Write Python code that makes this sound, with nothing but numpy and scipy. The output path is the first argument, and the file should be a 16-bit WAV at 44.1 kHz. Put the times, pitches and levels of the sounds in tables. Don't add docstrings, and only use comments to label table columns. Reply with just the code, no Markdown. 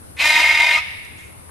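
import sys
import numpy as np
from scipy import signal
from scipy.fft import rfft, irfft
from scipy.io import wavfile
from scipy.ndimage import uniform_filter1d

SR = 44100
rng = np.random.default_rng(int(sys.argv[2]) if len(sys.argv) > 2 else 0)


def to_wav(s):
    ch = np.atleast_2d(s).T
    pcm = np.round(np.clip(ch, -1, 1) * 32767)
    wavfile.write(sys.argv[1], SR, pcm.astype(np.int16))


def volts_from_decibels(level):
    exponent = np.asarray(level, float) / 20
    return 10 ** exponent


N = 66150


def evened(x):
    return x / np.sqrt(np.mean(abs(x) ** 2) + 1e-20)


def read(points, hz):
    f, value = np.transpose(points)
    return np.interp(np.log(hz + 1), np.log(f + 1), value)


def resonate(x, hz, width_hz):
    turn = np.exp(2j * np.pi * hz * np.arange(x.shape[-1]) / SR)
    r = np.exp(-np.pi * width_hz / SR)
    return 2 * (turn * signal.lfilter([1 - r], [1, -r], x / turn)).real


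def drift(n, hz):
    r = np.exp(-2 * np.pi * hz / SR)
    z = rng.standard_normal(n) + 1j * rng.standard_normal(n)
    return evened(signal.lfilter([1], [1, -2 * r, r * r], z))


def high_pass(x, order, hz):
    return signal.lfilter(*signal.butter(order, hz, 'high', fs=SR), x)


HUM_HZ, HUM_DB, HUM_WANDER, HUM_SWELL_DB = 80, -48.5, 0.077, 2
BUFFET_DB, BUFFET_HZ = -50, 22


def rumble():
    turns = np.cumsum(HUM_HZ * (1 + HUM_WANDER * drift(N, 5.5).real)) / SR
    hum = []
    for _ in range(2):
        phase = 2 * np.pi * turns + 1.45 * drift(N, 2.3).real
        hum.append(np.cos(phase) * volts_from_decibels(HUM_SWELL_DB * drift(N, 8.6).real))
    wind = drift(N, BUFFET_HZ).real
    wind = evened(signal.lfilter(*signal.butter(2, 45, fs=SR), wind))
    return volts_from_decibels(HUM_DB) * np.array(hum) * volts_from_decibels([[3], [0]]) + volts_from_decibels(BUFFET_DB) * wind * [[1.15], [-.85]]


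# f/Hz, level per Hz/dB
AIR_SPECTRUM = [(35, -18), (90, -8), (160, -14), (400, -18), (1200, -22), (3000, -31.5), (6500, -36),
                (12500, -49)]
# f/Hz, left-right correlation [-1 to 1]
COHERENCE = [(25, -0.55), (70, 1), (400, -0.35), (8000, -0.41)]
AIR_DB, AIR_TOP_HZ, PATCH_DB = -45, 12700, 1.5
INSECT_HZ, INSECT_WIDTH_HZ, INSECT_DB = 10070, 1970, -46.5


def air():
    frames, hz = N // 512 + 5, np.fft.rfftfreq(2048, 1 / SR)
    a, b, c, d, patches = rng.standard_normal((frames, 1025, 5)).T
    patches = evened(uniform_filter1d(uniform_filter1d(patches, 16, 0), 8, 1))
    same = np.clip(read(COHERENCE, hz), -1, 1)[:, None]
    left = a + 1j * b
    right = same * left + np.sqrt(1 - same ** 2) * (c + 1j * d)
    z = np.array([left, right])
    wash = volts_from_decibels(AIR_DB) * evened(volts_from_decibels(read(AIR_SPECTRUM, hz)))
    hiss = volts_from_decibels(INSECT_DB) * evened(np.exp(-((hz - INSECT_HZ) / INSECT_WIDTH_HZ) ** 2))
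    top = 1 / np.sqrt(1 + (hz / AIR_TOP_HZ) ** 70)
    colour = np.hypot(wash, hiss) * top * np.minimum(hz / 60, 1) ** 3
    unit = evened(z * volts_from_decibels(PATCH_DB * patches)) * np.sqrt(2 / 2048)
    sound = signal.istft(unit * colour[:, None], nperseg=2048, noverlap=1536)[1][:, :N]
    return evened(sound) * np.hypot(volts_from_decibels(AIR_DB), volts_from_decibels(INSECT_DB)) * volts_from_decibels([[1.2], [-1.2]])


# t/s, level/dB, ring f/Hz, ring width/Hz, decay time/s
TICKS = [
    (1.049, -41, 9000, 9000, .003),
    (1.19, -43, 3500, 600, .012),
    (1.206, -50, 7000, 4000, .005),
    (1.17, -53, 6500, 4000, .06),
    (1.235, -55, 6500, 4000, .04),
    (1.215, -43, 2330, 500, .045),
    (1.493, -37, 800, 900, .004),
]


def twigs():
    out = np.zeros((2, N))
    t = np.arange(6000) / SR
    for s, db, hz, width_hz, length in TICKS:
        noise = rng.standard_normal(6000)
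        burst = evened(resonate(resonate(noise, hz, width_hz), hz, width_hz))
        burst = burst * np.exp(-t / length) * np.minimum(5 * t / length, 1)
        part = out[:, round(s * SR):][:, :6000]
        part += volts_from_decibels(db) * burst[:part.shape[1]]
    return out


SWAY_HZ, SWAY_FROM_HZ = 120, 1400


def swayed(x):
    low = signal.filtfilt(*signal.butter(3, SWAY_FROM_HZ, fs=SR), x)
    return low + (x - low) * drift(N, SWAY_HZ).real * np.sqrt(2)


def sparse(length):
    taps = np.zeros((2, length))
    at = np.arange(0, length - 20, 20)
    at = at + rng.integers(0, 20, (2, len(at)))
    np.put_along_axis(taps, at, rng.choice([-1., 1.], at.shape), 1)
    return taps


def spread(x, taps):
    return signal.fftconvolve(x[None], taps / np.linalg.norm(taps[0]), axes=1)[:, :N]


# f/Hz, decay time to -60 dB/s
DECAY = [(250, 0.88), (900, 0.98), (1740, 1.23), (4590, 1.27), (9000, 0.49)]
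TREES_DB = -13.5
LEAVES_DB, LEAVES_S, LEAVES_HZ = -5.5, 0.01, 1490
ECHO_S, ECHO_DB, ECHO_HZ, ECHO_WIDTH_HZ, ECHO_SMEAR_S = .48, -34, 2240, 4500, 0.022


def trees(x):
    t = np.arange(SR) / SR
    leaves = sparse(SR) * np.exp(-t / LEAVES_S) * (t > .001)
    hz, frames, z = signal.stft(sparse(SR) * np.minimum(t / 0.026, 1), SR, nperseg=256)
    decay_db = -60 * frames / read(DECAY, hz)[:, None]
    tail = signal.istft(z * volts_from_decibels(decay_db), SR, nperseg=256)[1]
    late = sparse(SR) * np.exp(-((t - ECHO_S) / ECHO_SMEAR_S) ** 2)
    dull = resonate(resonate(x, ECHO_HZ, ECHO_WIDTH_HZ), ECHO_HZ, ECHO_WIDTH_HZ)
    near = volts_from_decibels(LEAVES_DB) * spread(high_pass(x, 1, LEAVES_HZ), leaves)
    diffuse = volts_from_decibels(TREES_DB) * spread(swayed(x), tail)
    return near + diffuse + volts_from_decibels(ECHO_DB) * spread(dull * drift(N, SWAY_HZ).real, late)


# multiple of the held pitch, level/dB
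THROAT = [(1, -31), (2, -23), (3, -10.5), (4, -17.5), (5, -16), (6, -5), (7, 2), (8, -4.5), (9, -10.5),
          (10, -19.5), (11, -19.5), (12, -11), (13, -17), (14, -26.5), (15, -20.5), (16, -16), (17, -29),
          (18, -32.5)]
HELD_HZ = 309
CLOSE_S, CLOSE_LEN_S, CLOSE_DB = .783, .018, 13
JITTER, WANDER_HZ, SLOW_WANDER_HZ = .005, 42, 8


def partials(t, hz, turns, rough, beak):
    n = len(t)
    multiple, colour_db = np.transpose(THROAT)
    tone = np.zeros(n)
    for k in range(1, len(THROAT) + 1):
        db = np.interp(k * hz / beak / HELD_HZ, multiple, colour_db)
        if k == 4:
            db = db + CLOSE_DB * np.exp(-((t - CLOSE_S) / CLOSE_LEN_S) ** 2)
        steady = np.exp(.9j * drift(n, SLOW_WANDER_HZ).real)
        wobble = np.sqrt(1 - rough) * steady + np.sqrt(rough) * drift(n, WANDER_HZ)
        tone += volts_from_decibels(db) * (wobble * np.exp(2j * np.pi * k * turns)).real
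    return evened(tone)


# f/Hz, level per Hz/dB
RASP = [(450, -31), (800, -19.5), (1450, -21.5), (2200, -8.5), (3700, -18.5), (4350, -26), (5000, -24.5),
        (15000, -41.5)]
# f/Hz, width/Hz, level/dB
PIPE = [(957.3, 54, -11), (2127.4, 118, 1), (2741, 80, -7.5), (695, 210, -21.5), (1865, 70, -7)]
RASP_DB, RASP_GATE, RASP_LOW_HZ, RASP_TOP_HZ, PIPE_DB = -3.5, .8, 400, 13600, -1.5


def breath(t, turns):
    n = len(t)
    puffs = (RASP_GATE + np.exp(-(turns % 1) / .25)) * rng.standard_normal(n)
    f = np.fft.rfftfreq(n, 1 / SR)
    edges = 1 / np.sqrt((1 + (RASP_LOW_HZ / (f + 1)) ** 8) * (1 + (f / RASP_TOP_HZ) ** 20))
    rasp = irfft(rfft(puffs) * volts_from_decibels(read(RASP, f)) * edges, n)
    ring = np.zeros(n)
    for hz, width_hz, db in PIPE:
        ring += volts_from_decibels(db) * evened(resonate(resonate(puffs, hz, width_hz), hz, width_hz))
    ring = volts_from_decibels(PIPE_DB) * evened(ring) * np.clip((t - .2) / 0.051, 0, 1)
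    return volts_from_decibels(RASP_DB) * evened(rasp) + ring


# t/s, effort level/dB, pitch f/Hz, roughness [0-1], beak opening [factor on resonances]
CALL = [
    (.168, -39, 244.7, 0.6, 0.95),
    (.205, -16.5, 278, 0.93, 1.145),
    (.24, -12, 303, 0.56, 1),
    (.34, -11.5, 309.2, 0.21, 1.0),
    (0.408, -12, 310, 0.52, 1.0),
    (0.558, -15.5, 307.2, 0.75, 1.0),
    (0.689, -15.5, 307.1, 0.83, 1.0),
    (0.774, -16.5, 310.9, 0.78, 1.048),
    (0.807, -32.5, 317.3, 0.95, 1.13),
]
HARSH_DB, HARSH_AT_S, HARSH_S, HARSH_HZ = 5.5, 0.29, .11, 3600
SHIMMER_HZ, SHIMMER_DB = 70, 2.1
DUCK_DB, DUCK_BACK_S = 0.5, 0.52


def screech():
    s, effort_db, pitch, rough, beak = np.transpose(CALL)
    t = np.arange(s[0], s[-1], 1 / SR)
    n = len(t)
    hz, beak = np.interp(t, s, pitch), np.interp(t, s, beak)
    rough = np.clip(np.interp(t, s, rough), 0, 1)
    turns = np.cumsum(hz * (1 + JITTER * drift(n, 55).real)) / SR
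    voice = partials(t, hz, turns, rough, beak)
    voice = voice + np.sqrt(rough + 0.2) * breath(t, turns)
    harsh_db = HARSH_DB * np.exp(-((t - HARSH_AT_S) / HARSH_S) ** 2)
    voice = voice + (volts_from_decibels(harsh_db) - 1) * high_pass(voice, 2, HARSH_HZ)
    voice = evened(voice * volts_from_decibels(SHIMMER_DB * drift(n, SHIMMER_HZ).real))
    out = np.zeros(N)
    out[round(s[0] * SR):][:n] = voice * volts_from_decibels(np.interp(t, s, effort_db) + DUCK_DB)
    return out


def scene():
    bird = screech()
    direct = bird * volts_from_decibels([[0.7], [-0.7]])
    return direct + trees(bird) + air() + rumble() + twigs()


def band_limit(x):
    return signal.sosfilt(signal.butter(12, 15670, fs=SR, output="sos"), x)


def record(dry):
    power_db = 10 * np.log10(abs(uniform_filter1d((dry ** 2).mean(0), 1000)) + 1e-12)
    loud = np.clip((power_db + 30.5) / 10, 0, 1)
    fall = np.arange(N) / SR / DUCK_BACK_S
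    held = np.clip(np.maximum.accumulate(loud + fall) - fall, 0, 1)
    mix = np.clip(dry * volts_from_decibels(-DUCK_DB * held), -1, 1)
    return band_limit(mix)


dry = scene()
out = record(dry)
to_wav(out)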